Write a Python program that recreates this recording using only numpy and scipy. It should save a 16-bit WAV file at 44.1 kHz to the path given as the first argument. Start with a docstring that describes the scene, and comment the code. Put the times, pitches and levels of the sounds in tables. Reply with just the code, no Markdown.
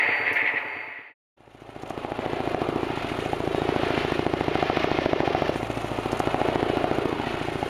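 """Outdoors, among open ground and trees, a light two-blade helicopter passes overhead, thumping and swishing,
and fades to silence. Then a tandem (two-rotor) helicopter fades in over the roar of its turbines. Its rotors
slap in turn, each 14 times a second, as the blades hit the swirls of air left by the blade tips. The hardest
slaps overload a limiter, which briefly turns the sound down. The same stretch of the tandem's sound is heard
twice: it comes round again after about 4.3 seconds."""
import sys
import numpy as np
from scipy import signal
from scipy.fft import rfft, irfft
from scipy.io import wavfile
from scipy.ndimage import uniform_filter1d

SR = 44100
rng = np.random.default_rng(int(sys.argv[2]) if len(sys.argv) > 2 else 0)


def wav_record(signal):
    """Record a signal, one row per channel, as 16-bit PCM in the file named by sys.argv[1]."""
    frames = np.transpose(np.atleast_2d(signal))
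    bounded = np.clip(frames, -1, 1)
    # unit amplitude maps onto the largest positive 16-bit level
    quanta = np.round(bounded * 32767).astype(np.int16)
    wavfile.write(sys.argv[1], SR, quanta)


N = 339129
TIME = np.arange(N) / SR

# how loud the light helicopter's blade swish and turbine whine are: t/s, level/dB
SWISH_LEVEL = [(0, -22), (.13, -23.5), (.24, -27), (.28, -18.5), (.35, -28.5), (.36, -16.5), (.43, -24),
               (.48, -16.5), (.53, -28), (.57, -20), (.64, -28), (1.1, -22)]
WHINE_LEVEL = [(0, -54), (.18, -45.5), (.35, -54.5), (.55, -74), (.69, -53), (.83, -49), (.96, -59),
               (1.06, -53)]
# its engine tones: f/Hz, level/dB
ENGINE_TONES = [(883, -42), (1001, -51.5)]
# narrow bands where its swish rings: f/Hz, width/Hz, strength/dB
SWISH_PEAKS = [(1942, 47, -4), (2144, 18, 2.5), (2567, 64, -5)]
# the colour of each sound, meaning its balance of low and high pitches: f/Hz, relative level/dB
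THUMP_COLOUR = [(40, -27), (95, -3), (170, -13), (230, -0.5), (300, 1), (370, -2.5), (450, 3), (560, -15),
                (2000, -65)]
SWISH_COLOUR = [(900, -39.5), (1500, -24.5), (1750, -4.5), (2000, -1), (2250, -4), (2550, -9),
                (2900, -16.5), (3500, -29), (4400, -35.5), (5200, -48), (9000, -72)]
LIGHT_WASH_COLOUR = [(30, -35.5), (100, -10.5), (190, -18), (300, -3.5), (560, 1), (880, 2), (1100, -2.5),
                     (1500, -0.5), (2200, -17.5), (5000, -42)]
SLAP_COLOUR = [(20, -28), (60, -7), (120, -1), (250, 6), (370, 3.5), (520, -3), (720, -1), (920, -4.5),
               (1250, -22), (2300, -22.5), (5000, -39), (12000, -62)]
ANSWER_COLOUR = [(25, -29), (110, -21), (250, -16), (390, -2.5), (520, -3), (750, -26.5), (1100, -29),
                 (5000, -80)]
TANDEM_WASH_COLOUR = [(20, -30), (60, -37), (130, -1), (300, 5), (450, 1.5), (720, 6.5), (1000, -2),
                      (1350, -1.5), (1700, -16), (3000, -52)]
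ROAR_COLOUR = [(700, -2.5), (1400, 1), (1900, 3.5), (2800, 2), (3400, -3), (4400, -9.5), (5200, -20.5),
               (7000, -36), (9000, -52), (15000, -57)]
SIZZLE_COLOUR = [(3500, -4), (5600, -5.5), (7200, -23), (10000, -31)]
HISS_COLOUR = [(2000, -2), (7000, 7), (9500, 4.5), (11500, -0.5), (13500, -9), (15800, -15.5)]
# how hard the tandem's blades strike: t/s, slap level/dB, level of its sharp snap/dB
SLAP_LEVEL = [(3.44, -13, -48), (3.73, -8, -27), (4.01, -12, -31), (4.3, -7, -20), (4.55, -10, -23),
              (4.88, -8.5, -26), (5.2, -3, -16), (5.3, -11.5, -35), (5.48, -12, -25), (5.59, -13, -46),
              (5.88, -15.5, -37), (6.2, -9.5, -24), (6.55, -7.5, -35), (6.74, -10, -27), (6.88, -8.5, -20),
              (7.1, -12.5, -30), (7.31, -17, -46), (7.59, -13.5, -50)]
# slaps that stand out: t/s, hollow ring level/dB, ring f/Hz, high crack level/dB
ACCENTS = [(3.55, -26, 760, -28), (4.55, -25, 790, -17), (4.63, -12.5, 740, -13), (4.70, -11, 767, -8.5),
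           (4.77, -20, 730, -16), (4.84, -15.5, 700, -12.5), (5.06, -13, 645, -23), (5.13, -8, 680, -12),
           (5.28, -19, 810, -27), (5.35, -14, 760, -19.5), (5.42, -14.5, 706, -19), (5.49, -15, 640, -30),
           (6.20, -14.5, 780, -14), (6.34, -16, 800, -16), (6.42, -17, 836, -20), (6.84, -13, 740, -27),
           (7.63, -17, 810, -31)]
# base levels over time: t/s, answering slap against leading slap/dB, wash/dB, roar/dB, hiss/dB
BASE_LEVELS = [(3.44, 0.5, -32, -38.5, -55.5), (4.01, -3, -27.5, -29.5, -55), (4.3, -6, -33, -38, -57.5),
               (4.74, -3, -27.5, -30, -60.5), (5.02, -4.5, -33, -32.5, -60.5), (5.46, -4, -26, -34, -61),
               (5.59, -13, -29, -38, -52.5), (6.7, -5, -27, -34.5, -55), (7.05, -8.5, -28, -37, -56.5),
               (7.31, -5.5, -28, -32.5, -55.5), (7.59, -4, -31, -36.5, -53)]
# bands lifted or dipped as two sound paths mix: t/s, lowest band f/Hz, lift/dB
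PHASING = [(3.4, 254, -1), (4.9, 800, 1.5), (5.2, 680, 2), (5.52, 630, 0), (5.6, 1300, -2), (6.05, 1160, 0),
           (6.6, 626, 2.5), (6.85, 585, 1), (7.05, 380, 3.5), (7.25, 273, 3), (7.69, 268, -1)]
# the tandem's two legs (stretches) of flight: start t/s, time between beats/s, its growth per beat/s
LEGS = [(3.4035, .07172, .000026), (5.5597, .0713, 0)]
# how close it is on each leg, from 0 (far) to 1 (near): at the start, at the end
NEARNESS = [(0.27, 0.91), (0.03, 0.27)]
# its low hum: multiple of the beat rate, level when far/dB, level when near/dB
HUM_TONES = [(4, -45, -54), (6, -63, -45.5), (8, -40.5, -49.5), (9, -49.5, -64), (10, -56, -49),
             (11, -54, -42.5)]
# small ticks and rustles nearby: t/s, starting level/dB, centre f/Hz, width/octaves, decay/s
TICKS = [(0.33, -38, 10400, 0.22, 0.0013), (.332, -51, 5500, 0.23, 0.018), (0.339, -50, 12300, 0.82, 0.038),
         (6.118, -37, 6000, 0.51, 0.0085), (6.171, -40, 6590, 0.5, 0.0056),
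         (6.194, -34.5, 6800, 0.49, 0.0064)]
# narrow bands taken out of the whole sound: f/Hz, width/Hz
NOTCHES = [(195, 49), (7900, 990)]

LOOP_START_S, LOOP_S, LEG_BEATS = 3.4035, 4.296, 30  # the tandem's repeating pattern
LAG_FAR_S, LAG_NEAR_S = .0365, .027  # the other rotor answers sooner as the helicopter nears
SILENCE_START_S, SILENCE_END_S = 1.141, 1.366


def amp(db):
    """Turns decibels into a number to multiply by."""
    return 10 ** (np.asarray(db) / 20)


def unit_level(x):
    """Scales a signal so that its average (rms) level is 1."""
    return x / np.sqrt(np.mean(x ** 2) + 1e-20)


def follow(table, t):
    """Reads a table's columns at times t, sliding between its rows."""
    times, *columns = np.transpose(table)
    return [np.interp(t, times, column) for column in columns]


def looped(t):
    """Where times t fall within the repeating pattern."""
    return LOOP_START_S + (t - LOOP_START_S) % LOOP_S


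def colour_db(colour, hz):
    """Reads a colour table at the given frequencies."""
    f, db = np.transpose(colour)
    return np.interp(np.log(hz + 1), np.log(f), db)


def add(mix, s, sound):
    """Mixes in a sound that starts at time s."""
    part = mix[max(round(s * SR), 0):][:len(sound)]
    part += sound[:len(part)]


def add_centred(mix, s, sound):
    """Mixes in a sound whose middle falls at time s."""
    add(mix, s - len(sound) / 2 / SR, sound)


def noise(colour, peaks=()):
    """Noise of a given colour, lifted at any narrow peaks."""
    hz = np.fft.rfftfreq(N, 1 / SR)
    lift = 1 + sum(2 * amp(db) / (1 + (2 * (hz - f) / width) ** 2) for f, width, db in peaks)
    return unit_level(irfft(rfft(rng.standard_normal(N)) * amp(colour_db(colour, hz)) * lift, N))


def drift(rate):
    """A random wobble of about size 1, changing up to about rate times a second."""
    hz = np.fft.rfftfreq(N, 1 / SR)
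    return unit_level(irfft(rfft(rng.standard_normal(N)) / (1 + (hz / rate) ** 4), N))


def wavering_tone(hz, waver_hz, rate):
    """A pure tone whose pitch wobbles at random."""
    return np.sin(2 * np.pi * np.cumsum(hz + waver_hz * drift(rate)) / SR)


def pulse(colour, knock_db=0, size=2048):
    """One blade pulse: suction builds, snaps to pressure and dies away. The knock makes it hollow."""
    hz = np.fft.rfftfreq(size, 1 / SR)
    knock = np.exp(-(np.log2((hz + 1) / 760) / .93) ** 2)
    lean = np.exp(-1j * (np.pi / 2 + .3))  # the suction is deeper than the pressure
    wave = np.roll(irfft(lean * amp(colour_db(colour, hz) + knock_db * knock)), size // 2)
    return wave / abs(wave).max()


def echo(x, delay_s, gain):
    """One late copy of a sound, as when it bounces off the ground."""
    return gain * np.interp(TIME - delay_s, TIME, x, left=0)


def terrain(x, die_away_s, top_hz):
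    """Dull, scattered echoes from ground and trees."""
    t = TIME[:SR // 2]
    tail = rng.standard_normal(len(t)) * amp(-60 * t / die_away_s) * (t > .006)
    tail = signal.sosfilt(signal.butter(2, top_hz, fs=SR, output="sos"), tail / np.linalg.norm(tail))
    return signal.oaconvolve(x, tail)[:N]


def approach(t):
    """Beats so far on the current leg, and how near the tandem has come (0 to 1), at times t."""
    t, legs = looped(t), np.array(LEGS)
    leg = np.maximum(np.searchsorted(legs[:, 0], t, "right") - 1, 0)
    start, period, slowing = legs[leg].T
    first, last = np.array(NEARNESS)[leg].T
    beats = (t - start) / period
    beats = beats - slowing * beats ** 2 / period / 2
    return beats, np.clip(first + (last - first) * beats / LEG_BEATS, 0, 1)


def phasing(x, top_hz=2050):
    """Sound arrives by two paths that add and cancel in gliding bands, fainter higher up."""
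    hz, t, spectrum = signal.stft(x, SR, nperseg=1024, noverlap=768)
    lowest_hz, lift_db = follow(PHASING, looped(t))
    multiple = np.maximum(hz[:, None] / lowest_hz, .5)
    bands = -np.cos(np.pi * multiple) / (1 + (hz[:, None] / top_hz) ** 2)
    return signal.istft(spectrum * amp(lift_db * bands), SR, nperseg=1024, noverlap=768)[1][:N]


def limiter(x, threshold_db, recovery_db_per_s, ceiling):
    """Each hard slap turns the volume down; its very front gets through and is cut flat."""
    recovery_db = TIME * recovery_db_per_s
    held_peak_db = np.maximum.accumulate(20 * np.log10(abs(x) + 1e-9) + recovery_db) - recovery_db
    over_db = np.maximum(held_peak_db - threshold_db, 0)
    smoothing = np.exp(-1 / (.00011 * SR))
    cut_db = signal.lfilter([1 - smoothing], [1, -smoothing], over_db)
    return np.clip(x / amp(cut_db), -ceiling, ceiling)


def ticks():
    """Ticks and rustles: short bright bursts of noise; those in the pattern come round twice."""
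    out, t = np.zeros(N), TIME[:SR // 4]
    hz = np.fft.rfftfreq(len(t), 1 / SR)
    for s, db, centre_hz, octaves, decay_s in TICKS:
        band = np.exp(-(np.log2((hz + 1) / centre_hz) / octaves) ** 2 / 2)
        rustle = unit_level(irfft(rfft(rng.standard_normal(len(t))) * band, len(t)))
        burst = amp(db) * rustle * np.exp(-t / decay_s)
        add(out, s, burst)
        if s > LOOP_START_S:
            add(out, s - LOOP_S, burst)
    return out


def whistle(start_s=3.48, length_s=.2, from_hz=3850, to_hz=3690, db=-47):
    """A faint whistle swells, falls in pitch and is gone."""
    progress = np.clip((TIME - start_s) / length_s, 0, 1)
    hz = from_hz + (to_hz - from_hz) * progress
    return amp(db) * np.sin(np.pi * progress) * wavering_tone(hz, waver_hz=12, rate=72)


def grainy_hiss(patchy_db=3.5):
    """A fine hiss, broken into grains a few milliseconds long."""
    spectrum = signal.stft(noise(HISS_COLOUR))[2]
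    patches = unit_level(uniform_filter1d(rng.standard_normal(spectrum.shape), size=7, axis=0))
    return unit_level(signal.istft(spectrum * amp(patchy_db * patches))[1][:N])


def light_wash():
    """The steady rush of air from the light rotor, mixed with its bounce off the ground."""
    wash = noise(LIGHT_WASH_COLOUR)
    return amp(-32) * unit_level(wash + echo(wash, .007, .32))


def light_engine():
    """The turbine's high whine comes and goes over lower, wavering engine tones."""
    whine = amp(follow(WHINE_LEVEL, TIME)[0]) * wavering_tone(4570, waver_hz=8, rate=30)
    return whine + sum(amp(db + 3.4 * drift(rate=17)) * wavering_tone(hz, waver_hz=7, rate=23)
                       for hz, db in ENGINE_TONES)


def blade_swish():
    """The blades cut the air with a swish that surges and flutters."""
    return amp(follow(SWISH_LEVEL, TIME)[0] + 1.1 * drift(rate=99)) * noise(SWISH_COLOUR, SWISH_PEAKS)


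def blade_thumps(first_s=.0902, period_s=.1125, db=-23.5, uneven_db=1.5):
    """Two blades thump, strong and weak in turn, and echo off the ground."""
    thumps, shape = np.zeros(N), pulse(THUMP_COLOUR)
    for k, s in enumerate(np.arange(first_s, SILENCE_START_S, period_s)):
        add_centred(thumps, s, amp(db + (-1) ** k * uneven_db) * shape)
    return thumps + echo(thumps, .00664, .48) + amp(-4) * terrain(thumps, die_away_s=.09, top_hz=700)


def light_helicopter():
    """Thumps and swish over rushing air, the engine and a faint hiss."""
    return blade_thumps() + blade_swish() + light_wash() + light_engine() + amp(-69) * noise(HISS_COLOUR)


def rotor_hum(beats, near):
    """The tandem's rotors hum at whole multiples of their beat rate."""
    shift = np.tanh(3.3 * near)  # the hum changes colour early in the approach
    return sum(amp(far_db + shift * (near_db - far_db)) * np.sqrt(2) * np.sin(2 * np.pi * k * beats)
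               for k, far_db, near_db in HUM_TONES)


def tandem_wash(db):
    """The fluttering rush of air from both rotors."""
    return amp(db + .83 + 1.26 * drift(rate=47)) * noise(TANDEM_WASH_COLOUR)


def turbine_roar(db, near):
    """The roar and its ground bounce; close by it sizzles, as the air soaks up less treble."""
    roar = noise(ROAR_COLOUR) + amp(-10) * near * noise(SIZZLE_COLOUR)
    return amp(db) * (roar + echo(roar, .0028 + .00008 * drift(rate=3), .3))


def slap_times(wander_s=.0006, latest_at_s=4.78, cycle_s=1.432):
    """When the leading rotor strikes, drifting a little early and late, over two rounds of the pattern."""
    k = np.arange(LEG_BEATS)
    times = np.concatenate([start + period * k + slowing * k ** 2 / 2 for start, period, slowing in LEGS])
    times += wander_s * np.cos(2 * np.pi * (times - latest_at_s) / cycle_s)
    return np.concatenate([times - LOOP_S, times])


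def accents(times, ring_swell_s=.0018, crack_hz=1250, crack_decay_s=.0016):
    """Some slaps stand out: they ring hollow and crack higher up."""
    out, t = np.zeros(N), TIME[:SR // 30]
    swell = t / ring_swell_s * np.exp(1 - t / ring_swell_s)
    for at, ring_db, ring_hz, crack_db in ACCENTS:
        hz = crack_hz * rng.normal(1, .06)
        ring = amp(ring_db) * np.sin(2 * np.pi * ring_hz * t) * swell
        crack = amp(crack_db) * np.sin(2 * np.pi * hz * t) * np.exp(-t / crack_decay_s)
        for s in times[abs(looped(times) - at) < .02]:
            add(out, s, -ring - crack)  # suction comes first
    return out


def blade_slaps(times, snap_decay_s=.000025, bass_cut_hz=61.5):
    """Blades hit swirls of air: one rotor cracks once, the other answers with three quick strikes."""
    times = times[times > 1]
    out = np.zeros(N)
    snap = np.exp(-TIME[:SR // 1000] / snap_decay_s)  # the steep edge from suction to pressure
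    for s in times:
        # no two slaps are quite alike
        force, knock, bounce, lag, spacing, answer_force, answer_knock = rng.standard_normal(7)
        slap_db, snap_db = follow(SLAP_LEVEL, looped(s))
        near = approach(s + LAG_FAR_S)[1]
        crack = amp(slap_db + .45 * force) * pulse(SLAP_COLOUR, knock_db=-1.5 + .26 * knock)
        add_centred(out, s + .0004, crack)
        add(out, s + .00067, amp(snap_db) * snap)
        add_centred(out, s - .0019, .15 * near * crack)  # close by, the blade grazes another swirl first
        add_centred(out, s + .00321 + .00015 * bounce, .23 * crack)  # ground bounce
        answer_db = slap_db + follow(BASE_LEVELS, looped(s))[0] - 3.5 + answer_force
        answer = amp(answer_db) * pulse(ANSWER_COLOUR, knock_db=3 * answer_knock)
        answer_s = s + LAG_FAR_S + near * (LAG_NEAR_S - LAG_FAR_S) + .00017 * lag
        for k, share in enumerate((.55, .9, .5)):
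            add_centred(out, answer_s + k * (.002873 + .00016 * spacing), share * answer)
        add_centred(out, s + .052 + .00045 * spacing, .29 * answer)  # a weak strike before the next crack
    out += accents(times)
    # the microphone's bass cut makes a low thud trail each slap
    out = signal.sosfilt(signal.butter(2, bass_cut_hz, "high", fs=SR, output="sos"), out)
    return out + amp(-14.5) * terrain(out, die_away_s=.24, top_hz=900)


def tandem_helicopter():
    """Slaps over hum, hiss, rushing air and turbine roar; the last two swell as the slaps get harder."""
    beats, near = approach(TIME)
    slap_db = follow(SLAP_LEVEL, looped(TIME))[0]
    wash_db, roar_db, hiss_db = follow(BASE_LEVELS, looped(TIME))[1:]
    wash = tandem_wash(wash_db + .4 * slap_db)
    gusts = drift(rate=59)  # shake the roar and the hiss together
    roar = turbine_roar(roar_db + .24 * slap_db + 1.44 * gusts, near)
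    hiss = amp(hiss_db + 2 * gusts) * grainy_hiss()
    return phasing(blade_slaps(slap_times()) + wash + roar) + rotor_hum(beats, near) + hiss + whistle()


def scene():
    """The two helicopters, one after the other; only the tandem goes through the limiter."""
    tandem = limiter(tandem_helicopter(), threshold_db=-8.5, recovery_db_per_s=80, ceiling=.338)
    switch_s = (SILENCE_START_S + SILENCE_END_S) / 2
    return (np.where(TIME < switch_s, light_helicopter(), tandem) + ticks())[None]


def fade(silent_s, full_s):
    """A volume curve that eases between silence and full level."""
    return np.sin(np.pi / 2 * np.clip((TIME - silent_s) / (full_s - silent_s), 0, 1)) ** 1.627


def record(dry):
    """Fades down to the silence and up again, then takes out two narrow bands and the highest treble."""
    fade_out = fade(silent_s=1.252, full_s=-.12) * np.clip((SILENCE_START_S - TIME) / .047, 0, 1)
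    fade_in = fade(silent_s=1.176, full_s=3.32) * np.clip((TIME - SILENCE_END_S) / .012, 0, 1)
    x = dry[0] * (fade_out + fade_in)
    for hz, width in NOTCHES:
        x = signal.lfilter(*signal.iirnotch(hz, hz / width, SR), x)
    treble_cut = signal.firwin(511, 15700, window=("kaiser", 9), fs=SR)
    return signal.oaconvolve(x, treble_cut, "same")[None]


dry = scene()
out = record(dry)
wav_record(out)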